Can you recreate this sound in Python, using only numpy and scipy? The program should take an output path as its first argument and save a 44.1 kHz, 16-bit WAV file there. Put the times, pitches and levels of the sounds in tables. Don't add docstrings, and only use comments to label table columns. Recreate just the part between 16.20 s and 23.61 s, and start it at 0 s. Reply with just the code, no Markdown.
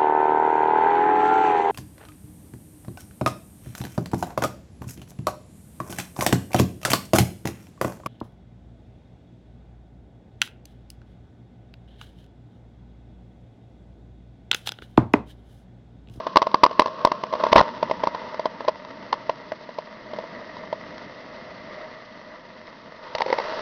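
import sys
import numpy as np
from scipy import signal
from scipy.fft import rfft, irfft, next_fast_len
from scipy.io import wavfile

SR = 44100
rng = np.random.default_rng(int(sys.argv[2]) if len(sys.argv) > 2 else 0)


def bounce(signal):
    frames = np.transpose(np.atleast_2d(signal))
    limited = np.clip(frames, -1, 1)
    pcm = np.round(limited * 32767).astype(np.int16)
    wavfile.write(sys.argv[1], SR, pcm)


def magnitude_from_level(level_db):
    exponent = np.asarray(level_db, float) / 20
    return 10 ** exponent


N = 326781


def rms_one(x):
    return x / np.sqrt(np.mean(x ** 2) + 1e-20)


def in_time(rows):
    s, *columns = np.transpose(rows)
    return [np.interp(np.arange(N) / SR, s, c) for c in columns]


def coloured(spectrum, source):
    hz, db = np.transpose(spectrum)
    size = next_fast_len(N)
    grid = np.arange(size // 2 + 1) * SR / size + 1
    shape = magnitude_from_level(np.interp(np.log(grid), np.log(hz), db))
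    return rms_one(irfft(shape * rfft(source, size), size)[:N])


def flicker(rate_hz, depth_db):
    r = np.exp(-2 * np.pi * rate_hz / SR)
    slow = signal.lfilter([1], [1, -2 * r, r * r], rng.standard_normal(N + SR))[SR:]
    return magnitude_from_level(depth_db * rms_one(slow))


def pole_pair(hz, width_hz):
    r = np.exp(-np.pi * width_hz / SR)
    return r, [1, -2 * r * np.cos(2 * np.pi * hz / SR), r * r]


def resonate(x, peaks):
    out = 0
    for hz, width_hz, db in peaks:
        r, poles = pole_pair(hz, width_hz)
        out = out + magnitude_from_level(db) * signal.lfilter([1 - r, 0, r - 1], poles, x)
    return rms_one(out)


def low_passed(x, cutoff_hz):
    return rms_one(signal.sosfilt(signal.butter(2, cutoff_hz, fs=SR, output="sos"), x))


def behind_mug():
    leaves_s, leaving_s = 1.1, 0.23
    return np.clip(1 - (np.arange(N) / SR - leaves_s) / leaving_s, 0, 1)


# t/s, level/dB over the hiss
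BASKET_VIEW = [(0, -17), (1.5, -16.5), (6.78, -14.5), (7.0, -8.5), (7.41, -1.5)]


def basket_view():
    return in_time(BASKET_VIEW)[0]


# t/s, churn level/dB, nearness level/dB
BOIL = [(0, 14, 1.5), (.4, 16.5, 0.5), (1.17, 15, 2), (1.32, 23.5, 5.5), (1.5, 19, 1.5), (1.75, 13.5, 2.5),
        (2.05, 10.5, .5), (2.3, 7.5, -1), (2.8, 4.5, -0.5), (3.4, 3, -1.5), (4.5, -1.5, 1.95),
        (5.55, -2.5, 2.1), (5.8, -3.5, -1.5), (6.3, -0.5, -3.5), (6.81, 2, -4), (6.87, 10.5, -2),
        (7.1, 13, 6.5), (7.41, 7.5, 5)]
# level/dB, share of churn [dB/dB], share of nearness [dB/dB],
# share of the open basket [dB/dB], gain behind the mug/dB
LAYERS = [
    (-45, 0.29, 1.04, -0.11, -1.5),
    (-53, 0.97, 0.51, 0.0013, 2),
    (-48, 0.042, 0.83, -0.033, -16),
    (-49.5, .05, 0.59, 0.081, -2),
    (-47.5, 0.075, 1, -0.79, -2.5),
]


def layer_levels(basket_db):
    churn_db, near_db = in_time(BOIL)
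    opened_db = basket_db - basket_db.min()
    levels = []
    for db, churn, near, opened, mug_db in LAYERS:
        source_db = db + churn * churn_db + near * near_db
        levels.append(source_db + opened * opened_db + mug_db * behind_mug())
    return levels


# f/Hz, width/Hz, level/dB
LOWER_HOLLOW = [(614, 57, 6.5), (521, 49, -3)]
# f/Hz, width/Hz, level/dB
UPPER_HOLLOW = [(928, 83, 21), (1080, 29, -10)]
# f/Hz, width/Hz, level/dB
RIM = [(1050, 105, 0)]
# f/Hz, level/dB per Hz
TOP_SHELF = [(480, -28.5), (820, -1.5), (970, -16), (1050, -7), (1170, 4), (1550, -7), (1940, 6),
             (2070, 4.5), (2300, -3.5), (2990, -45), (5060, -120)]


def simmer():
    sizes = magnitude_from_level(5.2 * np.minimum(rng.exponential(1, N), 4)) * rng.choice([-1, 1], N)
    collapses_per_s = 350 * flicker(rate_hz=15, depth_db=5.0)
    born = rng.random(N) < collapses_per_s / SR
    smooth = rng.standard_normal(N) * flicker(rate_hz=3.87, depth_db=2.0)
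    drive = rms_one(sizes * born) * 0.65 + smooth
    upper = resonate(drive, UPPER_HOLLOW)
    at_rim = resonate(resonate(drive, RIM), RIM)
    upper = upper + 0.59 * behind_mug() * (at_rim - upper)
    return resonate(drive, LOWER_HOLLOW), upper, coloured(TOP_SHELF, drive), drive


# f/Hz, width/Hz, level/dB
MOUTH = [(466, 200, 9), (820, 710, 7), (1060, 67, -18)]


def basket_mouth(drive, basket_db):
    return magnitude_from_level(-35.5 + 2.26 * basket_db) * resonate(drive, MOUTH)


# f/Hz, level/dB per Hz
HISS = [(1350, -13), (2300, -7.5), (4670, -11), (5710, -14.5), (6500, -11.5), (8450, -40), (14300, -120)]


def steam_hiss(basket_db):
    hiss = coloured(HISS, rng.standard_normal(N))
    return hiss + magnitude_from_level(basket_db) * resonate(hiss, [(4380, 1100, 0)])


def steam_leak(hiss, drive):
    return 0.48 * hiss * flicker(rate_hz=33, depth_db=2.0) + 0.17 * coloured(HISS, drive)


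# f/Hz, level/dB per Hz
RUMBLE = [(15, -62), (25, -13.5), (70, -12.5), (129, -5), (150, -5), (215, 2), (414, -9), (435, -15.5),
          (480, -9), (620, -36), (1060, -120)]


def base_rumble():
    return coloured(RUMBLE, rng.standard_normal(N))


def vapour_buffeting(drive, basket_db):
    return magnitude_from_level(basket_db - 51.5) * low_passed(drive, 45)


# f/Hz, level/dB per Hz
ROOM_AIR = [(300, -29.5), (900, -6), (1800, -0.5), (3000, 0), (6500, -8), (9000, -59.5)]


def room_air():
    return magnitude_from_level(-64.5) * coloured(ROOM_AIR, rng.standard_normal(N))


# t/s, upper hollow level/dB, lower hollow level/dB over it
WET_POPS = [(.001, -23.5, -.5), (.0672, -13, -3.5), (.1584, -2, -14), (.1691, 4.5, -15.5), (.1807, -27, 3),
            (.1843, -21, -4), (.2178, -8.5, -7), (.2251, -9.5, -8), (.2685, -13, -1), (.3141, -28, -6),
            (.3429, -1, -15), (.4342, 1.5, -9.5), (.4375, 3, -26), (.4405, -3, -25), (.4493, -10, -3),
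            (.4625, -5.5, -22), (.5108, -23, 1), (.5286, -30, -13), (.5945, 3.5, -15.5), (.6043, -9.5, -4),
            (.6185, -10, -24), (.6587, -13, -7.5), (.6712, -21, -14), (.6799, -22.5, -0.5),
            (.7899, -31, -3), (.8488, 0, -7), (.8572, -28, 4), (.8715, -14, -1), (.9171, -8.5, -8),
            (1.0363, -13, -9.5)]
# t/s, upper hollow level/dB, lower hollow level/dB over it
SPURT_POPS = [(1.1263, -17.5, -3), (1.1358, -14, -1), (1.1524, -19.5, -3), (1.2008, -21, 1),
              (1.2369, -8, -2), (1.2502, -21, -2), (1.266, -11.5, -1), (1.286, -23, -19), (1.3228, -24, -8),
              (1.3289, -0.5, -2.5), (1.344, -24, 8), (1.3592, 4.5, -7), (1.3608, -9, 0),
              (1.3648, -14, -29.5), (1.3755, -14.5, -13), (1.3795, -.5, -13), (1.3816, -6, -23),
              (1.3905, -8, -10), (1.3947, -7, -19.5), (1.4031, -3, -25), (1.4107, -7.5, -16)]
# t/s, upper hollow level/dB, lower hollow level/dB over it
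DRY_POPS = [(1.628, -12, 1), (1.6977, -21.5, 3), (1.7117, -11, -0.5), (1.8362, -8.5, -5),
            (1.8712, -9, -5.5), (1.9468, -18, -1.5), (2.1431, -28, 3.5), (2.1948, -21, 5.5),
            (2.256, -9.5, -1.5), (2.4058, -20.5, -1), (2.448, -30, 3.5), (2.4788, -17, -3),
            (2.4825, -8, 0.5), (2.4904, -19.5, 2), (2.6482, -29, -20), (2.9258, -20.5, -8),
            (2.9274, -7, -24), (2.9382, -24, -26), (3.0944, -10.5, -3), (3.3189, -21.5, 2.5),
            (3.4103, -45, 11), (3.4905, -33, 6), (3.5855, -20.5, 1.5), (3.9123, -48, 10),
            (3.9339, -28.5, 4), (3.9864, -27, 5.5), (4.0383, -32, 2.5), (4.367, -30.5, 0), (4.435, -33, -1),
            (4.5274, -20.5, 4)]
# t/s, upper hollow level/dB, lower hollow level/dB over it
LAST_POPS = [(6.8378, -34.5, -8), (6.9499, -19, 0.5), (6.9825, -21.5, -9), (7.0049, -13, -11),
             (7.0185, -11.5, -18), (7.0615, -20.5, 1.5), (7.084, -29, 4), (7.1014, -26, 10.5),
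             (7.1264, -12.5, 1), (7.1306, -28.5, 4), (7.1844, -16.5, -7), (7.1988, -19, -5)]
# t/s, level/dB
CRACKS = [(0.1719, -16), (0.5959, -16), (0.85, -24), (1.3264, -11), (1.3287, -5.5), (1.3608, -20),
          (1.3662, -16), (1.3793, -13.5), (2.1431, -48), (2.647, -50), (4.7786, -38), (6.47, -44),
          (6.95, -19), (6.9825, -27), (7.0185, -20.5), (7.1264, -27), (7.1844, -30)]
SPIT_OVER_DB = (-13.5, -15, -14.5, -12)
# t/s, f/Hz
UPPER_PITCH = [(0, 1063), (1.0, 1050), (1.37, 1040), (1.39, 980), (1.62, 1026), (4.5, 998), (7.2, 920)]


def pop_rows():
    stages = (WET_POPS, SPURT_POPS, DRY_POPS, LAST_POPS)
    s, upper_db, lower_db = np.concatenate(stages).T
    louder_db = np.maximum(lower_db, 0)
    spit_db = np.repeat(SPIT_OVER_DB, [len(stage) for stage in stages]) + louder_db
    full_db, spent_db, recharge_s = -3.5, -19.5, 0.012
    charged = np.clip(np.diff(s, prepend=-1) / recharge_s, 0, 1)
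    push_db = spent_db + (full_db - spent_db) * charged + louder_db
    push_db = push_db - 6.5 * (s > LAST_POPS[0][0])
    pitch_hz = np.interp(s, *np.transpose(UPPER_PITCH)) - 2.5 * (lower_db + 10.5)
    rows = np.transpose([s, upper_db, lower_db, push_db, spit_db, pitch_hz])
    return np.vstack([rows, [(s, db - 20, 0, 0, 20, 1000) for s, db in CRACKS]])


def ring(delay, chain, stretch=1):
    out = -1. * (np.arange(900) == delay)
    for hz, width_hz in chain:
        _, poles = pole_pair(hz * stretch, width_hz)
        out = signal.lfilter([1, 0, -1], poles, out)
    return out / np.abs(out).max()


# f/Hz, width/Hz
THUMP_RING = [(330, 260)]
# f/Hz, width/Hz
UPPER_RING = [(731, 112), (927, 152), (1076, 132)]
# f/Hz, width/Hz
LOWER_RING = [(632, 63), (423, 181)]
# f/Hz, width/Hz
BASKET_RING = [(2000, 640), (2080, 250)]


def pop_bodies(rows, basket_db):
    push = signal.lfilter(*signal.butter(2, 1800, fs=SR), ring(0, THUMP_RING))
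    basket = ring(10, BASKET_RING)
    ring_s = np.arange(len(push)) / SR
    body = np.zeros(N + len(push))
    for s, upper_db, lower_db, push_db, spit_db, pitch_hz in rows:
        at = round(s * SR)
        upper = ring(16, UPPER_RING, pitch_hz / 1000)
        lower = ring(5, LOWER_RING, 0.846 if s > 7.0 else 1)
        wet_loss_db_per_s = np.interp(s, (1.4, 3.0), (900, 0))
        lower = magnitude_from_level(lower_db + 1.5) * magnitude_from_level(-wet_loss_db_per_s * ring_s) * lower
        hollows = upper + lower + magnitude_from_level(spit_db + basket_db[at] + 7) * basket
        body[at:at + len(push)] += magnitude_from_level(upper_db) * (hollows + magnitude_from_level(push_db) * push)
    return body[:N]


def collapses(s, db):
    clicks = np.zeros(N)
    np.add.at(clicks, np.round(s * SR).astype(int), magnitude_from_level(db))
    return clicks


def fade(clicks, t60):
    return signal.lfilter([1], [1, -magnitude_from_level(-60 / (t60 * SR))], np.abs(clicks) + 1e-18)


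def pop_splutter(rows, steam, water, basket_db):
    s, upper_db, lower_db, _, spit_db, _ = rows.T
    valve = np.sin(np.linspace(0, np.pi, round(0.0042 * SR))) ** 0.61
    spit = signal.lfilter(valve, [1], collapses(s, upper_db + spit_db - 13.5))
    spit = spit * magnitude_from_level(-.55 * basket_db)
    from_upper = collapses(s + 0.0017, upper_db - 19.0)
    from_lower = collapses(s + 0.0024, upper_db + lower_db - 27)
    gurgle = fade(from_upper + from_lower, t60=0.04)
    over_s = sum(GUSHES[-1][:2])
    filled = (np.arange(N) < over_s * SR) | (np.arange(N) > (over_s + .03) * SR)
    return spit * steam + gurgle * filled * water


# start t/s, length t/s, water level/dB, steam level/dB
GUSHES = [
    (1.317, .013, -21.5, -37),
    (1.3555, .043, -14, -31),
    (1.409, 0.0054, -13.5, -44),
]


def spurting():
    n = np.arange(N)
    return (n > GUSHES[0][0] * SR) & (n < sum(GUSHES[-1][:2]) * SR)


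def gushes():
    t, water, jet = np.arange(N) / SR, 0, 0
    rise_s, sag_db_per_s = 0.002, 144.5
    for s, length_s, water_db, steam_db in GUSHES:
        shape = np.clip((t - s) / rise_s, 0, 1) * (t < s + length_s)
        sag_db = sag_db_per_s * np.clip(t - s - length_s / 2, -1, 1)
        water = water + shape * magnitude_from_level(water_db - sag_db)
        jet = jet + shape * magnitude_from_level(steam_db)
    return water, jet


def long_spurt(water, top, hiss, rumble, drive):
    gush, jet = gushes()
    surge = low_passed(drive, 120)
    return gush * (water + .3 * surge + 0.33 * rumble) + jet * (hiss + 2.0 * top)


# f/Hz, width/Hz
DIPS = [(770, 45), (2280, 300)]


def housing(x):
    for hz, width_hz in DIPS:
        w = 2 * np.cos(2 * np.pi * hz / SR)
        deep, wide = np.exp(-np.pi * .3 * width_hz / SR), np.exp(-np.pi * width_hz / SR)
        x = signal.lfilter([1, -deep * w, deep ** 2], [1, -wide * w, wide ** 2], x)
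    return x


def scene():
    basket_db = basket_view()
    lower_db, upper_db, top_db, hiss_db, rumble_db = layer_levels(basket_db)
    lower, upper, top, drive = simmer()
    boil = magnitude_from_level(lower_db) * lower + magnitude_from_level(upper_db) * upper + magnitude_from_level(top_db) * top
    boil = boil + basket_mouth(drive, basket_db)

    hiss, rumble = steam_hiss(basket_db), base_rumble()
    steam = magnitude_from_level(hiss_db) * steam_leak(hiss, drive)
    base = magnitude_from_level(rumble_db) * rumble * flicker(rate_hz=3.4, depth_db=-1.3)
    base = base + vapour_buffeting(drive, basket_db)

    screen = behind_mug()
    water = (1 - .4 * screen) * lower + 0.98 * upper + 0.064 * top * (1 - screen)
    spit_steam = hiss + 0.94 * top * (1 - 0.7 * screen)
    spit_steam = spit_steam * (1 - 0.52 * spurting())
    rows = pop_rows()
    body = pop_bodies(rows, basket_db)
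    splutter = pop_splutter(rows, spit_steam, water * ~spurting(), basket_db)
    spurt = long_spurt(water, top, hiss, rumble, drive)
    return (housing(boil + steam + spurt + splutter) + body + base + room_air())[None]


def top_cut(x):
    return signal.sosfilt(signal.butter(12, 15870, fs=SR, output="sos"), x)


def record(dry):
    narrow = signal.sosfilt(signal.butter(1, 30, "high", fs=SR, output="sos"), dry)
    narrow = np.clip(narrow, -0.924, 0.924)
    narrow = signal.sosfilt(signal.butter(4, 9500, fs=SR, output="sos"), narrow)
    narrow = signal.sosfilt(signal.cheby2(8, 50, 7300, fs=SR, output="sos"), narrow)
    loaded = np.clip(narrow, -.985, .985)
    return top_cut(loaded)


dry = scene()
out = record(dry)
bounce(out)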